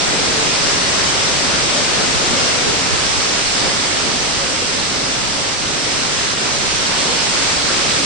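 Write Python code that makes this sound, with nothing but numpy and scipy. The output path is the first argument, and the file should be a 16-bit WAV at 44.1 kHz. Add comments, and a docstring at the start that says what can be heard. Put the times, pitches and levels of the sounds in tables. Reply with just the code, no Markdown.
"""A hurricane at night, heard from under a porch roof that faces a yard and a road.
From the start wind roars and howls in the trees, leaves thrash, rain hisses and near drops spatter: all shaped noise,
but for ticking drops; eddies rumble and thump on two microphone ports. Early on, water spills from the roof edge.
The camera then creaks once, a sinking tone, as it turns to the road. The storm eases, two fat drips ring,
the level dips briefly three times, and wind and rain build again."""
import sys
import numpy as np
from scipy import signal
from scipy.fft import rfft, irfft, next_fast_len
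from scipy.io import wavfile
from scipy.ndimage import uniform_filter1d, map_coordinates

SR = 44100
rng = np.random.default_rng(int(sys.argv[2]) if len(sys.argv) > 2 else 0)


def wav_out(sig):
    """Save sig, one row per channel (or a flat mono array), as 16-bit PCM at SR to the path in sys.argv[1]."""
    wavfile.write(sys.argv[1], SR, np.round(np.clip(np.atleast_2d(sig).T, -1, 1) * 32767).astype(np.int16))


N = 355005

# strength of the storm, which drives wind and rain alike: (time [s], level against full force [dB])
STORM_STRENGTH = [(0, -0.7), (.5, -0.15), (1.4, -0.04), (2.45, -0.1), (2.95, -0.5), (3.45, -0.45),
                  (3.7, -0.6), (4.25, -1.8), (4.6, -2), (5.2, -2.5), (5.72, -3), (5.95, -1.5), (6.4, -1.67),
                  (6.8, -1), (7.05, -0.5), (7.45, 0.13), (7.65, -0.5), (8.05, 0.44)]

# relative spectral density of each source: (frequency [Hz], level [dB per Hz])
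ROAR_SPECTRUM = [(50, -16), (100, -9), (160, -2.3), (210, -2.5), (270, 1), (335, -1.5), (400, 0.4),
                 (470, -1.7), (540, -0.7), (700, -5), (1100, -15), (2500, -37), (6000, -69)]
LEAF_SPECTRUM = [(200, -33), (500, -6.5), (750, 0), (1000, 0.5), (1300, 0.5), (1800, -3.5), (2600, -8.5),
                 (4500, -22), (10000, -59)]
RAIN_SPECTRUM = [(500, -23), (1200, -10), (2000, -2.5), (2800, -1.5), (4000, -0.5), (5000, 0.5), (5700, 0),
                 (6400, -2.5), (7200, -5), (8100, -5.5), (8800, -10), (9500, -18), (10200, -26.5),
                 (11000, -77)]
DISTANT_SPECTRUM = [(15, -15), (35, -6), (65, -0.5), (100, -1.5), (160, 0.5), (250, -4), (400, -23),
                    (1200, -61)]
EDDY_SPECTRUM = [(10, -17), (22, -5), (40, -3), (65, 3), (100, -6), (140, 0), (200, -14), (320, -22),
                 (900, -69)]
SPLASH_SPECTRUM = [(700, -28), (1150, -11), (1400, 1), (1650, 3), (2000, 1), (2300, -12), (3500, -37)]

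# correlation of each source between the two ports: (frequency [Hz], correlation [-1 to 1])
ROAR_CORRELATION = [(80, 0.93), (170, 0.53), (280, 0.52), (360, .33), (540, 0.68), (800, .1)]
LEAF_CORRELATION = [(750, -0.13), (1100, 0.055), (1700, 0.21)]
RAIN_CORRELATION = [(2000, 0.09), (4000, 0.13), (5200, 0.0047), (6000, -0.19), (6900, -0.4), (7900, -0.038),
                    (8900, -0.23), (9900, 0.061)]
DISTANT_CORRELATION = [(60, .85), (200, .65)]
EDDY_CORRELATION = [(50, -0.88)]
SPLASH_CORRELATION = [(1600, .3)]

# colour of the left port against the right: (frequency [Hz], left minus right [dB])
PORT_COLOUR = [(30, 7), (70, -1), (170, -3), (270, 0), (390, -3.5), (600, 0.5), (1100, -1), (1600, 0.1),
               (2500, -0.8), (4600, -2), (6000, -0.5), (7600, 1), (8400, -2.5), (9500, -10)]

# gusts that surge through the trees: (middle [s], length [s], rise [dB])
GUST_EVENTS = [(.3, 0.71, 0.5), (1.0, 0.137, 1), (2.02, .14, 1.5), (2.35, .3, .9), (2.92, .22, 0),
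               (3.66, .18, 3.5), (4.0, 0.35, 1.5), (4.42, .4, 1), (4.95, .14, 1.5), (5.91, .16, 1),
               (6.72, .2, 0), (7.11, .14, 2), (7.46, .2, 1)]
# faint howls in the branches: (middle [s], length [s], level [dB], top pitch [Hz])
HOWL_EVENTS = [(.25, 0.603, -32.5, 450), (1.301, .6, -34.5, 551), (1.77, .16, -31, 585),
               (2.419, 0.398, -32, 551), (3.649, 0.217, -34, 541), (4.448, .55, -33, 551),
               (7.699, .5, -36.5, 579)]
# sheets of heavier rain that sweep past: (middle [s], length [s], rise [dB])
RAIN_SHEETS = [(.7, 0.15, 1.2), (1.25, .12, 0.7), (2.46, .26, 0.7), (3.57, 0.23, 1), (5.42, .14, 0.2),
               (6.22, .12, 0.1), (7.0, .16, 0.8), (7.5, .16, .9)]
# buffets of air that reach the ports: (middle [s], length [s], rise [dB])
BUFFET_EVENTS = [(.08, 0.44, 2.5), (2.33, .3, 4), (3.05, 0.7, 4), (3.66, .35, 2), (4.15, .6, 3),
                 (5.25, .25, 4), (5.95, .4, 1), (6.65, .6, 4.5)]
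# single thumps of air on the ports: (middle [s], peak [dB], pitch at the middle [Hz])
THUMP_EVENTS = [(.085, -27, 65), (2.165, -18, 125), (2.31, -24, 80), (2.685, -22, 165), (2.937, -14, 68),
                (3.183, -19.5, 80), (3.66, -22, 55)]
# spills of water from the roof edge: (middle [s], length [s], level before panning [dB])
SPILL_EVENTS = [(.42, .2, -33), (.74, .4, -30), (1.059, .2, -27.5), (1.28, .16, -35)]
# fat drips that land close by: (start [s], peak [dB], pitch [Hz])
DRIP_EVENTS = [(4.7928, -15, 4300), (4.8002, -11, 4150)]
# brief dips in level: (start [s], depth [dB])
LEVEL_DIPS = [(5.545, 1.4), (6.335, 2.5), (7.59, 0.5)]

# level of each source at full force (dB), and the dB it moves for each dB of the storm
RAIN_DB, RAIN_GROWS = -17.5, 1.07
LEAF_DB, LEAF_GROWS = -23, 0.94
ROAR_DB, ROAR_GROWS = -24, 0.5
EDDY_DB, EDDY_GROWS = -34, .4
LEAF_GUST_SHARE = 0.22  # how much of a gust's rise the leaves take
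HOWL_WIDTH_HZ, HOWL_BEND_OCTAVES = 90, .12
# the microphone swings from the yard to the road: middle and length of the turn (s)
TURN_S, TURN_LENGTH_S = 2.8, .6
# what the turn does to each source (dB), and the balance before and after it (left minus right, dB)
ROAD_ROAR_DB, ROAD_LEAF_DB, ROAD_EDDY_DB = -2, -0.8, -3
YARD_LEFT_DB, ROAD_LEFT_DB = 0.75, -0.4
# the creak: start and length (s), level of its main tone (dB), first and last pitch (Hz)
CREAK_S, CREAK_LENGTH_S = 2.661, .06
CREAK_DB, CREAK_FIRST_HZ, CREAK_LAST_HZ = -20, 436, 375
DIP_FALL_S = 0.017  # time to the bottom of a dip; it recovers a few times more slowly
TOP_HZ = 10700  # band limit


def amp(db):
    """Level: 20 dB is a tenfold ratio of amplitude."""
    return 10 ** (np.asarray(db) / 20)


def unit(x):
    """Normalisation: a signal divided by its root mean square has rms 1."""
    return x / np.sqrt(np.mean(x ** 2) + 1e-20)


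def along(points, hz):
    """Logarithmic frequency scale: values between given points are interpolated in log frequency."""
    f, v = np.transpose(points)
    return np.interp(np.log(hz + 1), np.log(f + 1), v)


def curves(rows):
    """Linear interpolation: one value per sample for each column after the time."""
    s, *columns = np.transpose(rows)
    return [np.interp(np.arange(N) / SR, s, column) for column in columns]


def wobble(rate):
    """Slow random modulation: a smooth curve for each port through random knots, rate knots a second."""
    place = np.arange(N) * rate / SR
    knot_count = int(place[-1]) + 4
    return np.array([map_coordinates(rng.standard_normal(knot_count), [place]) for _ in range(2)])


def swells(rows):
    """Raised-cosine envelopes: levels in dB that surge and subside around their times."""
    t = np.arange(N) / SR
    return sum(db * np.cos(np.pi * np.clip((t - s) / length, -.5, .5)) ** 2 for s, length, db in rows)


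def filtered(x, response):
    """Linear filtering: the spectrum of x is multiplied by a response that depends on frequency."""
    size = next_fast_len(N + SR // 2)
    hz = np.fft.rfftfreq(size, 1 / SR)
    return irfft(rfft(x, size) * response(hz), size)[..., :N]


def patchy_noise(depth_db):
    """Nonstationary noise: two white noises whose level drifts in patches about 500 Hz wide and .1 s long."""
    z = signal.stft(rng.standard_normal((2, N)), nperseg=512)[2]
    field = uniform_filter1d(rng.standard_normal(z.shape[1:]), size=6, axis=0)
    field = uniform_filter1d(field, size=18, axis=1)
    patchy = z * amp(depth_db * field / field.std())
    return signal.istft(patchy, nperseg=512)[1][:, :N]


def rush(spectrum, correlation, patchy_db, lead_ms=0):
    """Partial coherence: coloured stereo noise of rms 1, reaching the left port lead_ms earlier."""
    def mid_side(hz):
        # sum and difference of cos and sin parts have correlation cos(2 * angle)
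        angle = np.arccos(np.clip(along(correlation, hz), -1, 1)) / 2
        return amp(along(spectrum, hz)) * [np.cos(angle), np.sin(angle)]

    mid, side = filtered(patchy_noise(patchy_db), mid_side)
    lag = lead_ms / 1000
    right = filtered(mid - side, lambda hz: np.exp(-2j * np.pi * hz * lag))
    return unit(np.array([mid + side, right]))


def trees(level_db):
    """Broadband flow noise: wind roars deeply through trunks and crowns, arriving from the left."""
    roar = rush(ROAR_SPECTRUM, ROAR_CORRELATION, patchy_db=0.76, lead_ms=0.37)
    return amp(level_db + 0.3 * wobble(rate=18)) * roar


def howls(left_share):
    """Vortex shedding: air leaving the branches hums as narrow-band noise whose pitch follows its strength."""
    t, out = np.arange(N) / SR, np.zeros(N)
    # two slow noises modulate a cosine and a sine into a narrow band around the pitch
    band = unit(filtered(rng.standard_normal((2, N)), lambda f: 1 / (1 + (2 * f / HOWL_WIDTH_HZ) ** 4)))
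    for s, length, db, top_hz in HOWL_EVENTS:
        force = np.cos(np.pi * np.clip((t - s) / length, -.5, .5))
        hz = top_hz * 2 ** (HOWL_BEND_OCTAVES * (force - 1))
        phase = 2 * np.pi * np.cumsum(hz) / SR
        out += amp(db) * force * (band[0] * np.cos(phase) + band[1] * np.sin(phase))
    return np.outer([left_share, 1 - left_share], 2 * out)


def leaves(level_db):
    """Incoherent summation: wet foliage thrashes on both sides, each side surging on its own."""
    thrash = rush(LEAF_SPECTRUM, LEAF_CORRELATION, patchy_db=1.0)
    return amp(level_db + 0.25 * wobble(rate=3.16)) * thrash


def far_rain(level_db):
    """Superposition: countless drops over yard and road merge into a hiss, modelled as shaped noise."""
    hiss = rush(RAIN_SPECTRUM, RAIN_CORRELATION, patchy_db=0.72)
    return amp(level_db + 0.1 * wobble(rate=7)) * hiss


def near_drops(level_db, pitch_hz, cycles, scatter_db, gain_db, count):
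    """Damped oscillation at random times: each drop is a short tick with its own size, pitch and direction."""
    when, where, size = rng.random((count, 3)).T
    hz = np.clip(pitch_hz * np.exp(0.45 * rng.standard_normal((count, 1))), 700, 8500)
    age = np.arange(128)  # samples since impact
    phase = hz * age / SR  # in cycles
    strength = amp(-scatter_db * np.log(np.maximum(1 - size, .01)))[:, None]
    ticks = strength * np.sin(2 * np.pi * phase) * np.exp(-phase / cycles)
    index = ((when * N).astype(int)[:, None] + age).ravel()
    sides = np.cos(where * np.pi / 2), np.sin(where * np.pi / 2)  # equal-power panning
    spatter = np.array([np.bincount(index, (ticks * side[:, None]).ravel(), N)[:N] for side in sides])
    return amp(level_db + gain_db) * unit(filtered(spatter, lambda f: amp(along(RAIN_SPECTRUM, f))))


def distant_storm(level_db):
    """Long-wave coherence: far-off wind is a steady low drone, much alike at both ports."""
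    return amp(level_db) * rush(DISTANT_SPECTRUM, DISTANT_CORRELATION, patchy_db=0.5, lead_ms=0.53)


def eddies(level_db):
    """Turbulent pressure: lumps of air push on one port while they pull on the other."""
    lumps = amp(.9 * wobble(rate=9.8))
    return amp(level_db) * unit(lumps * rush(EDDY_SPECTRUM, EDDY_CORRELATION, patchy_db=0.0))


def thumps(length_s, fall_octaves, rough):
    """Pressure pulses: lumps of air slap the ports in opposite directions, sinking in pitch."""
    t, out = np.arange(N) / SR, np.zeros(N)
    unsteady = rough * wobble(rate=70)[0]
    for s, db, hz in THUMP_EVENTS:
        u = np.clip((t - s) / length_s, -.5, .5)
        phase = 2 * np.pi * np.cumsum(hz * 2 ** (-fall_octaves * u)) / SR
        out += amp(db) * np.cos(np.pi * u) ** 2 * np.sin(phase + unsteady)
    return np.outer([.8, -1], out)


def splashes(left_db, flutter_db):
    """Impact noise: water off the roof edge slops onto the ground on the left in a few ragged spills."""
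    t = np.arange(N) / SR
    flow = sum(amp(db) * np.cos(np.pi * np.clip((t - s) / length, -.5, .5))
               for s, length, db in SPILL_EVENTS)
    flutter = amp(flutter_db * wobble(rate=70)[0])
    water = unit(flutter * rush(SPLASH_SPECTRUM, SPLASH_CORRELATION, patchy_db=0.5))
    return flow * water * amp(np.array([[.5], [-.5]]) * left_db)


def facing_road():
    """Rotation of the receiver: 0 while the microphone faces the yard, 1 once it has turned to the road."""
    progress = np.clip((np.arange(N) / SR - TURN_S) / TURN_LENGTH_S, -.5, .5)
    return .5 + .5 * np.sin(np.pi * progress)


def creak(rough, overtone_db):
    """Frictional slip: the grip slips on the camera body in one sinking groan, opposite at the two ports."""
    u = np.clip((np.arange(N) / SR - CREAK_S) / CREAK_LENGTH_S, 0, 1)
    hz = CREAK_FIRST_HZ + (CREAK_LAST_HZ - CREAK_FIRST_HZ) * u
    phase = 2 * np.pi * np.cumsum(hz) / SR + rough * wobble(rate=140)
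    groan = np.sin(phase) + amp(overtone_db) * np.sin(2 * phase)
    envelope = np.sqrt(np.abs(np.sin(np.pi * u)))
    return amp(CREAK_DB) * envelope * groan * np.array([[1], [-1]])


def drips(attack_s, decay_s):
    """Impulsive excitation: a fat drip slaps a wet surface and rings as a damped sine for a few cycles."""
    out, t = np.zeros(N), np.arange(SR // 100) / SR
    shape = (1 - np.exp(-t / attack_s)) * np.exp(-t / decay_s)
    for s, db, hz in DRIP_EVENTS:
        out[round(s * SR):][:len(t)] += amp(db) * shape / shape.max() * np.sin(2 * np.pi * hz * t)
    return out


def dips():
    """Gain modulation: the level falls quickly and returns more slowly."""
    t = np.arange(N) / SR
    ages = [(np.maximum(t - s, 0) / DIP_FALL_S, db) for s, db in LEVEL_DIPS]
    return amp(-sum(db * age * np.exp(1 - age) for age, db in ages))


def scene():
    """Common driving force: wind and rain ease and build together; the trees fall back as the microphone turns."""
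    storm_db, = curves(STORM_STRENGTH)
    road, gust_db = facing_road(), swells(GUST_EVENTS)
    roar_db = ROAR_DB + ROAR_GROWS * storm_db + ROAD_ROAR_DB * road + gust_db
    leaf_db = LEAF_DB + LEAF_GROWS * storm_db + ROAD_LEAF_DB * road + LEAF_GUST_SHARE * gust_db
    rain_db = RAIN_DB + RAIN_GROWS * storm_db + swells(RAIN_SHEETS)
    eddy_db = EDDY_DB + EDDY_GROWS * storm_db + ROAD_EDDY_DB * road + swells(BUFFET_EVENTS)
    left_db = YARD_LEFT_DB * (1 - road) + ROAD_LEFT_DB * road

    storm = trees(roar_db) + howls(left_share=.55) + leaves(leaf_db) + far_rain(rain_db)
    storm += near_drops(rain_db, pitch_hz=3590, cycles=1.7, scatter_db=3.0, gain_db=-12.5, count=12000)
    storm += splashes(left_db=6, flutter_db=2.5)
    close = eddies(eddy_db) + thumps(length_s=.06, fall_octaves=1.3, rough=.7)
    close += creak(rough=.3, overtone_db=-18) + drips(attack_s=.0005, decay_s=.0009)

    # the dips and the balance act on the storm around the porch only
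    balanced = dips() * storm * amp(np.outer([.5, -.5], left_db))
    return balanced + distant_storm(level_db=-36.0) + close


def record(dry):
    """Frequency response: each port has its own colour; nothing passes above the band limit."""
    coloured = filtered(dry, lambda hz: amp(np.outer([.5, -.5], along(PORT_COLOUR, hz))))
    return filtered(coloured, lambda hz: hz < TOP_HZ)


dry = scene()
out = record(dry)
wav_out(out)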